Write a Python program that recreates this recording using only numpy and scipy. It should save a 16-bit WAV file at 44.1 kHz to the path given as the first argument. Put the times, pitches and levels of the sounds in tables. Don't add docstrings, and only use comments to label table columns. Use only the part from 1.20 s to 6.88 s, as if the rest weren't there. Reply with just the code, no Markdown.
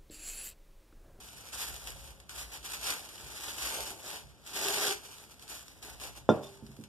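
import sys
import numpy as np
from scipy import signal
from scipy.fft import rfft, irfft
from scipy.io import wavfile
from scipy.ndimage import uniform_filter1d, map_coordinates

SR = 44100
rng = np.random.default_rng(int(sys.argv[2]) if len(sys.argv) > 2 else 0)


def waveform_to_disk(signal):
    frames = np.transpose(np.atleast_2d(signal))
    scaled = np.clip(frames, -1, 1) * 32767
    samples = np.round(scaled).astype(np.int16)
    wavfile.write(sys.argv[1], SR, samples)


def undo_db(level):
    steps = np.asarray(level, float) / 20
    return 10 ** steps


N = 250488


def rms_one(x):
    return x / np.sqrt(np.mean(x ** 2) + 1e-20)


def in_time(rows):
    s, *columns = np.transpose(rows)
    return [np.interp(np.arange(N) / SR, s, c) for c in columns]


def at_hz(points):
    hz = np.maximum(np.fft.rfftfreq(N, 1 / SR), 1)
    table_hz, values = np.array(points).T
    return np.interp(np.log(hz), np.log(table_hz), values)


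# (frequency [Hz], likeness [0-1])
PORT_LIKENESS = [(40, 0.8), (100, 0.5), (230, 0.39), (400, 1), (800, 0.68), (1500, 0.28), (3000, 0),
                 (15000, 0)]


def at_ports(pair, spectrum):
    alike = np.clip(at_hz(PORT_LIKENESS), 0, 1)
    common, apart = rfft(pair) * rms_one(undo_db(at_hz(spectrum)))
    shared = np.sqrt(1 + alike) * common
    opposed = np.sqrt(1 - alike) * apart * [[1], [-1]]
    return irfft((shared + opposed) / np.sqrt(2), N)


def drift(rate_hz):
    r = np.exp(-2 * np.pi * rate_hz / SR)
    noise = rng.standard_normal(N + SR)
    return rms_one(signal.lfilter([1], [1, -2 * r, r * r], noise)[SR:])


def fade(x, t60):
    return signal.lfilter([1], [1, -undo_db(-60 / (t60 * SR))], x + 1e-18)


def ring(clicks, hz, t60):
    r, w = undo_db(-60 / (t60 * SR)), 2 * np.pi * hz / SR
    return signal.lfilter([0, np.sin(w)], [1, -2 * r * np.cos(w), r * r], clicks + 1e-18)


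def swells(rows, bed):
    t = np.arange(N) / SR
    power = undo_db(2 * in_time(bed)[0])
    for s, db, rise_s, hold_s, fall_s in rows:
        before = (s - t) / rise_s
        after = (t - s - hold_s) / fall_s
        drop_db = 20 * np.maximum(np.maximum(before, after), 0)
        power = power + undo_db(2 * (db - drop_db))
    return 10 * np.log10(power)


def garage(x):
    t60_s, level_db = 0.25, -9
    t = np.arange(round(.4 * SR)) / SR
    tail = rng.standard_normal((2, t.size)) * undo_db(-60 * t / t60_s) * (t > .006)
    tail = signal.lfilter([1], [1, -.3], tail)
    tail = tail / np.sqrt(np.sum(tail ** 2, axis=1, keepdims=True))
    return undo_db(level_db) * signal.fftconvolve(x, tail, axes=1)[:, :N]


# (frequency [Hz], level [dB per Hz])
ROOM_TONE_COLOUR = [(100, -1), (300, -8), (1000, -23), (4000, -27), (14000, -64)]


def room_tone():
    return at_ports(undo_db(-59.5) * rng.standard_normal((2, N)), ROOM_TONE_COLOUR)


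# (frequency [Hz], level [dB per Hz])
RUMBLE_COLOUR = [(25, -34), (42, -2), (56, 13), (68, 7.5), (80, -15), (100, -10), (140, 0), (200, -29),
                 (400, -42.5)]
# (time of full strength [s], level [dB], hold [s])
RUMBLE_LUMPS = [(.35, -56, .01), (.5, -48.5, .03), (.62, -52, .3), (1.17, -52, .08), (1.39, -56, .02),
                (1.58, -60, .07), (2.04, -49.5, .02), (2.26, -56, .005), (2.42, -50, .02),
                (2.61, -51, .005), (3.04, -52, .02), (3.48, -58, .005), (4.68, -55.5, .38),
                (5.41, -59, .05)]
# (time [s], level [dB])
RUMBLE_BED = [(0, -61), (1.0, -66), (1.7, -63), (2.0, -72), (3.4, -67), (3.95, -83), (4.05, -70),
              (5.08, -68), (5.13, -80), (5.33, -76), (5.5, -64), (5.68, -65)]


def rumble():
    rise_s, fall_s = .09, .13
    evenness = .6
    lumps = [(s, db, rise_s, hold_s, fall_s) for s, db, hold_s in RUMBLE_LUMPS]
    noise = at_ports(rng.standard_normal((2, N)), RUMBLE_COLOUR)
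    flutter = uniform_filter1d(np.mean(noise ** 2, axis=0), round(.03 * SR)) + .02
    even = rms_one(noise / flutter ** (evenness / 2))
    return undo_db(swells(lumps, RUMBLE_BED)) * even * undo_db([[.3], [-.3]])


# (time [s], pitch [Hz], level [dB])
THIN_TONE = [(.68, 527, -90), (.78, 545, -64), (1.0, 541, -70), (1.12, 545, -90)]


def thin_tone():
    hz, level_db = in_time(THIN_TONE)
    return undo_db(level_db + 1.5 * drift(15)) * np.sin(2 * np.pi * np.cumsum(hz) / SR)


# (time [s], level [dB])
JOLTS = [(5.0935, -44), (5.1005, -47.5), (5.232, -54), (5.243, -57), (5.2674, -56)]
# (frequency [Hz], level [dB], time to fall 60 dB [s])
LOOSE_PART_MODES = [(1100, -7, .1), (3560, 0, .08), (5150, -9, .07), (5850, -1, .035), (6750, -8, .035),
                    (7400, -12, .05)]


def loose_part():
    out, chance_db = 0, rng.normal(0, 2.5, (len(JOLTS), len(LOOSE_PART_MODES)))
    s, jolt_db = np.transpose(JOLTS)
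    for (hz, level_db, t60), c in zip(LOOSE_PART_MODES, chance_db.T):
        clicks = np.zeros(N)
        clicks[(s * SR).astype(int)] = undo_db(jolt_db + level_db + c)
        out = out + ring(clicks, hz, t60)
    return out * undo_db([[-1], [1]])


# (time [s], level on the wood [dB], contact hardness [Hz], level on the tube [dB])
KNOCKS = [(5.0905, -10.5, 2430, -29), (5.1085, -24, 1200, -49), (5.174, -37, 696, -48),
          (5.198, -36, 800, -60), (5.234, -43, 1500, -70), (5.424, -30, 231, -96), (5.489, -35, 240, -90),
          (5.588, -30.5, 277, -74), (5.626, -40.5, 242, -94)]
# (frequency [Hz], level [dB], time to fall 60 dB [s])
WOOD_MODES = [(97.5, -26, 0.42), (137.5, -19, 0.47), (190, -17, 0.26), (166, -18, .12), (215, -6.5, 0.13),
              (232, -9, 0.11), (262, -16, .1), (290, -14, 0.18), (328, -12.5, 0.15), (350, -15, .15),
              (396, -10, .14), (412, -12, .14), (457, -13, 0.26), (520, -17, 0.2), (542, -24, .28),
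              (585, -22, 0.36), (612, -21, 0.28), (640, -27, 0.2), (694, -24, 0.25), (770, -31, 0.033),
              (893, -22.5, 0.068), (1034, -21, 0.067), (1045, -26, 0.054)]
# (frequency [Hz], level [dB], time to fall 60 dB [s])
TUBE_MODES = [(395, -14.5, 1.3), (1384, 2, 0.07), (1404, 4, 0.073), (2980, -19, 0.034), (3180, -18, .06),
              (3510, -6, 0.035)]


def bench():
    start = round(KNOCKS[0][0] * SR) - 10
    length = N - start
    out = np.zeros((2, length))
    chances_db = rng.normal(0, 1, (len(KNOCKS), len(WOOD_MODES) + len(TUBE_MODES)))
    lean_db = np.array([[-1.6], [1.6]])
    for (s, wood_db, hard_hz, tube_db), chance_db in zip(KNOCKS, chances_db):
        click = np.eye(1, length, round(s * SR) - start)[0]
        push = signal.sosfilt(signal.butter(4, hard_hz, fs=SR, output="sos"), click + 1e-18)
        tap = signal.sosfilt(signal.butter(2, 2 * hard_hz, fs=SR, output="sos"), click + 1e-18)
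        struck = [(push, wood_db, mode) for mode in WOOD_MODES]
        struck += [(tap, tube_db, mode) for mode in TUBE_MODES]
        for k, ((force, blow_db, (hz, level_db, t60)), c) in enumerate(zip(struck, chance_db)):
            gain = (-1) ** k * undo_db(blow_db + level_db + c + lean_db)
            out += gain * ring(force, hz, t60)
        out -= undo_db(wood_db + 11.5 + lean_db) * ring(push, 470, .0065)
        boom = (fade(click, 0.37) - fade(click, .02)) * rng.standard_normal((2, length))
        boom = boom[0] + .8 * boom[1] * [[1], [-1]]
        band = signal.butter(2, [150, min(hard_hz, 750)], "band", fs=SR, output="sos")
        out += undo_db(wood_db - 6.5) * signal.sosfilt(band, boom)
    out = signal.sosfilt(signal.butter(4, 92, "high", fs=SR, output="sos"), out)
    return np.pad(out, ((0, 0), (start, 0)))


# (time of full strength [s], level [dB],
# time to rise 20 dB [s], hold [s], time to fall 20 dB [s])
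TUGS = [(.33, -45, .02, .02, .15), (.42, -40.5, .11, .02, .34), (.68, -43.5, .04, .005, .11),
        (1.096, -50, .015, .09, .15), (1.2, -45, .1, .025, .055), (1.33, -46, .06, .02, .07),
        (1.45, -45, .03, .005, .13), (1.53, -39, .08, .005, .06), (1.69, -33.5, .12, .005, .14),
        (2.28, -40, .2, .005, .09), (2.47, -35.5, .22, .005, .15), (2.55, -40, .1, .06, .15),
        (2.68, -44.5, .15, .025, .1), (2.86, -44.5, .11, .1, .1), (3.268, -49.5, .025, .05, .15),
        (3.37, -39, .08, .05, .15), (3.46, -34, .13, .06, .25), (3.64, -32.5, .2, .07, .045),
        (3.86, -52, .08, .01, .3), (4.11, -56, .06, .005, .08), (4.23, -53.5, .04, .01, .05),
        (4.3, -45, .045, .005, .23), (4.63, -49.5, .02, .04, .16), (4.815, -47.5, .03, .06, .07),
        (4.98, -51.5, .07, .005, .035), (5.09, -56, .012, .005, .2), (5.24, -54.5, .04, .005, .13)]
# (time [s], level [dB])
HOLDING = [(0, -54), (.32, -54), (.6, -60), (.78, -56), (.9, -54.5), (.94, -63), (1.06, -72), (1.5, -62),
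           (1.82, -53), (2.17, -50), (2.75, -58), (3.03, -66), (3.23, -69), (3.8, -61), (4.04, -57),
           (4.07, -70), (4.5, -63), (5.05, -72), (5.3, -65), (5.64, -69), (5.68, -85)]


def crinkle_level():
    return swells(TUGS, HOLDING)


# (multiple of the lowest pitch [1], level [dB])
TUBE_OVERTONES = [(1, 1), (2, -10.5), (3, -19.5), (4, -15.5)]
# (time [s], level [dB])
TUBE_DRIVE = [(1.8, -30), (2.0, -13), (2.3, -23), (2.5, -25), (2.75, -13), (3.3, -31), (3.39, -11.5),
              (3.55, -15), (3.74, -8), (4.0, -36), (4.3, -50)]


def tube_air():
    covered_hz, open_hz, mouth_clears_s = 372.5, 393, (2.8, 3.35)
    width_hz = 22
    hz = np.interp(np.arange(N) / SR, mouth_clears_s, (covered_hz, open_hz))
    phase = 2 * np.pi * np.cumsum(hz) / SR
    hum = 0
    for k, db in TUBE_OVERTONES:
        overtone = drift(width_hz) * np.cos(k * phase) + drift(width_hz) * np.sin(k * phase)
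        hum = hum + undo_db(db) * overtone
    level_db = crinkle_level() + in_time(TUBE_DRIVE)[0]
    return undo_db(level_db) * hum * undo_db([[.5], [-.5]])


# (frequency [Hz], level [dB per Hz])
FILM_COLOUR = [(300, -44), (700, -12.5), (1500, -3), (3000, -2), (6000, -2.5), (9000, -3.5), (12000, -6.5),
               (15000, -8.5)]


def as_film(pair):
    return at_ports(pair, FILM_COLOUR)


# (time [s], level [dB], ring pitch [Hz])
SNAPS = [(0.183, -39, 5100), (0.2718, -40, 5370), (0.3295, -32, 7500), (0.6732, -31, 3170),
         (0.876, -39, 3300), (1.0009, -40, 8900), (1.0939, -32, 1390), (1.4288, -42, 3020),
         (1.6314, -29, 2620), (1.8897, -34.5, 3300), (1.9796, -36.5, 3070), (2.3826, -30, 3000),
         (3.2395, -49, 7100), (3.2633, -38, 3320), (3.2748, -35, 3000), (3.9827, -39, 3510),
         (4.0972, -43, 1350), (4.142, -45, 5800), (4.1953, -40.5, 5170), (4.224, -39, 3000),
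         (4.2788, -38, 4600), (4.481, -38, 5300), (4.6263, -34.5, 5400), (4.799, -34, 2700),
         (4.9535, -45, 1220), (5.3723, -46, 3390), (5.4651, -41.5, 5100), (5.5158, -46, 1350),
         (5.5666, -44, 2880), (5.6116, -47, 8000), (5.6381, -38, 2780)]


def snaps():
    burst, rings = np.zeros(N), np.zeros((2, N))
    size = 900
    dying = undo_db(-60 * np.arange(size) / (.015 * SR))
    for (s, level_db, hz), shake in zip(SNAPS, rng.standard_normal((len(SNAPS), 2, size))):
        at = round(s * SR)
        burst[at] = undo_db(level_db)
        tail = ring(shake * dying, hz, 18.0 / hz)
        tail = tail * np.sqrt(hz / SR) * undo_db(level_db - 14)
        rings[:, at:at + size] += tail[:, :N - at]
    tick = undo_db(-10) * (fade(burst, .011) - fade(burst, .0004))
    settle = undo_db(-17) * fade(burst, 0.1)
    return as_film((tick + settle) * rng.standard_normal((2, N)) + rings)


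def grains(per_s, spread_db, t60, clump_db):
    born = rng.random(N) < per_s * undo_db(clump_db * drift(25)) / SR
    sizes = undo_db(spread_db * np.minimum(rng.exponential(1, N), 4))
    power = fade(born * sizes ** 2, t60 / 2)
    return rms_one(np.sqrt(power) * rng.standard_normal((2, N)))


def pops():
    per_s, cycles = 1100, 22.0
    born = rng.random(N) < per_s * undo_db(4.0 * drift(20)) / SR
    sizes = born * undo_db(2.5 * np.minimum(rng.exponential(1, N), 4)) * rng.choice([-1, 1], N)
    pair = sizes * np.stack([np.ones(N), rng.uniform(-1.5, 1.5, N)])
    dealt = rng.integers(0, 16, N)
    out = 0
    for k, hz in enumerate(np.geomspace(1000, 13000, 16)):
        out = out + ring(pair * (dealt == k), hz, cycles / hz) * hz ** .9
    return rms_one(out)


# (time [s], level [dB])
EXTRA_TREBLE = [(0, -10), (1.0, -8), (2.0, -19.5), (2.8, -7.5), (3.3, -38), (4.0, -11), (4.6, -11),
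                (5.2, -25), (5.6, 2)]
# (frequency [Hz], level [dB per Hz])
FOLDS_COLOUR = [(80, -7.5), (200, 1), (320, 4.5), (500, 3), (900, 2), (1500, -26), (3000, -44)]
# (time [s], level [dB])
FOLDS_LEVEL = [(0, -13), (1.0, -11), (1.6, -12), (2.0, -9), (2.4, -11.5), (2.7, -7), (3.3, -11), (3.4, -7),
               (3.65, -7), (3.75, -12), (4.4, -13), (4.8, -6), (5.68, -6)]


def film():
    crinkle_db = crinkle_level()
    fine = undo_db(crinkle_db - .6) * grains(1400, spread_db=-2.5, t60=.06, clump_db=4.5)
    ticks = undo_db(crinkle_db - 8) * grains(150, spread_db=3.5, t60=.008, clump_db=4.0)
    crinkle = fine + ticks + undo_db(crinkle_db - 8.5) * pops()
    treble = signal.sosfilt(signal.butter(2, 6000, "high", fs=SR, output="sos"), crinkle)
    crinkle = crinkle + undo_db(in_time(EXTRA_TREBLE)[0]) * treble
    folds_db = crinkle_db + in_time(FOLDS_LEVEL)[0] - .2 * (crinkle_db - crinkle_db.mean())
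    folds = undo_db(folds_db) * grains(250, spread_db=1.5, t60=.08, clump_db=1.0)
    return as_film(crinkle) + at_ports(folds, FOLDS_COLOUR)


def scene():
    background = room_tone() + rumble() + thin_tone()
    near = film() + snaps() + tube_air()
    return background + loose_part() + bench() + near + garage(near)


def top_cut(x):
    return signal.sosfilt(signal.butter(12, 15150, fs=SR, output="sos"), x)


# (frequency [Hz], share [0-1])
CROSS_SHARE = [(60, .02), (250, .3), (900, .92), (2100, .97), (3200, .92), (4200, .82), (7300, .4),
               (12000, .15)]


def record(dry):
    lags = (20.8, 21.5)
    other = irfft(rfft(dry)[::-1] * at_hz(CROSS_SHARE), N)
    read_at = np.arange(N) - .55 * drift(4)
    late = [map_coordinates(x, [read_at - lag], order=3) for x, lag in zip(other, lags)]
    late = late * np.clip(.97 + .07 * drift(5), 0, 1.04)
    wide = signal.sosfilt(signal.ellip(8, .5, 38, 14280, fs=SR, output="sos"), dry - late)
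    wide = signal.sosfilt(signal.butter(6, [42, 14700], "band", fs=SR, output="sos"), wide)
    return top_cut(wide)


dry = scene()
out = record(dry)
waveform_to_disk(out)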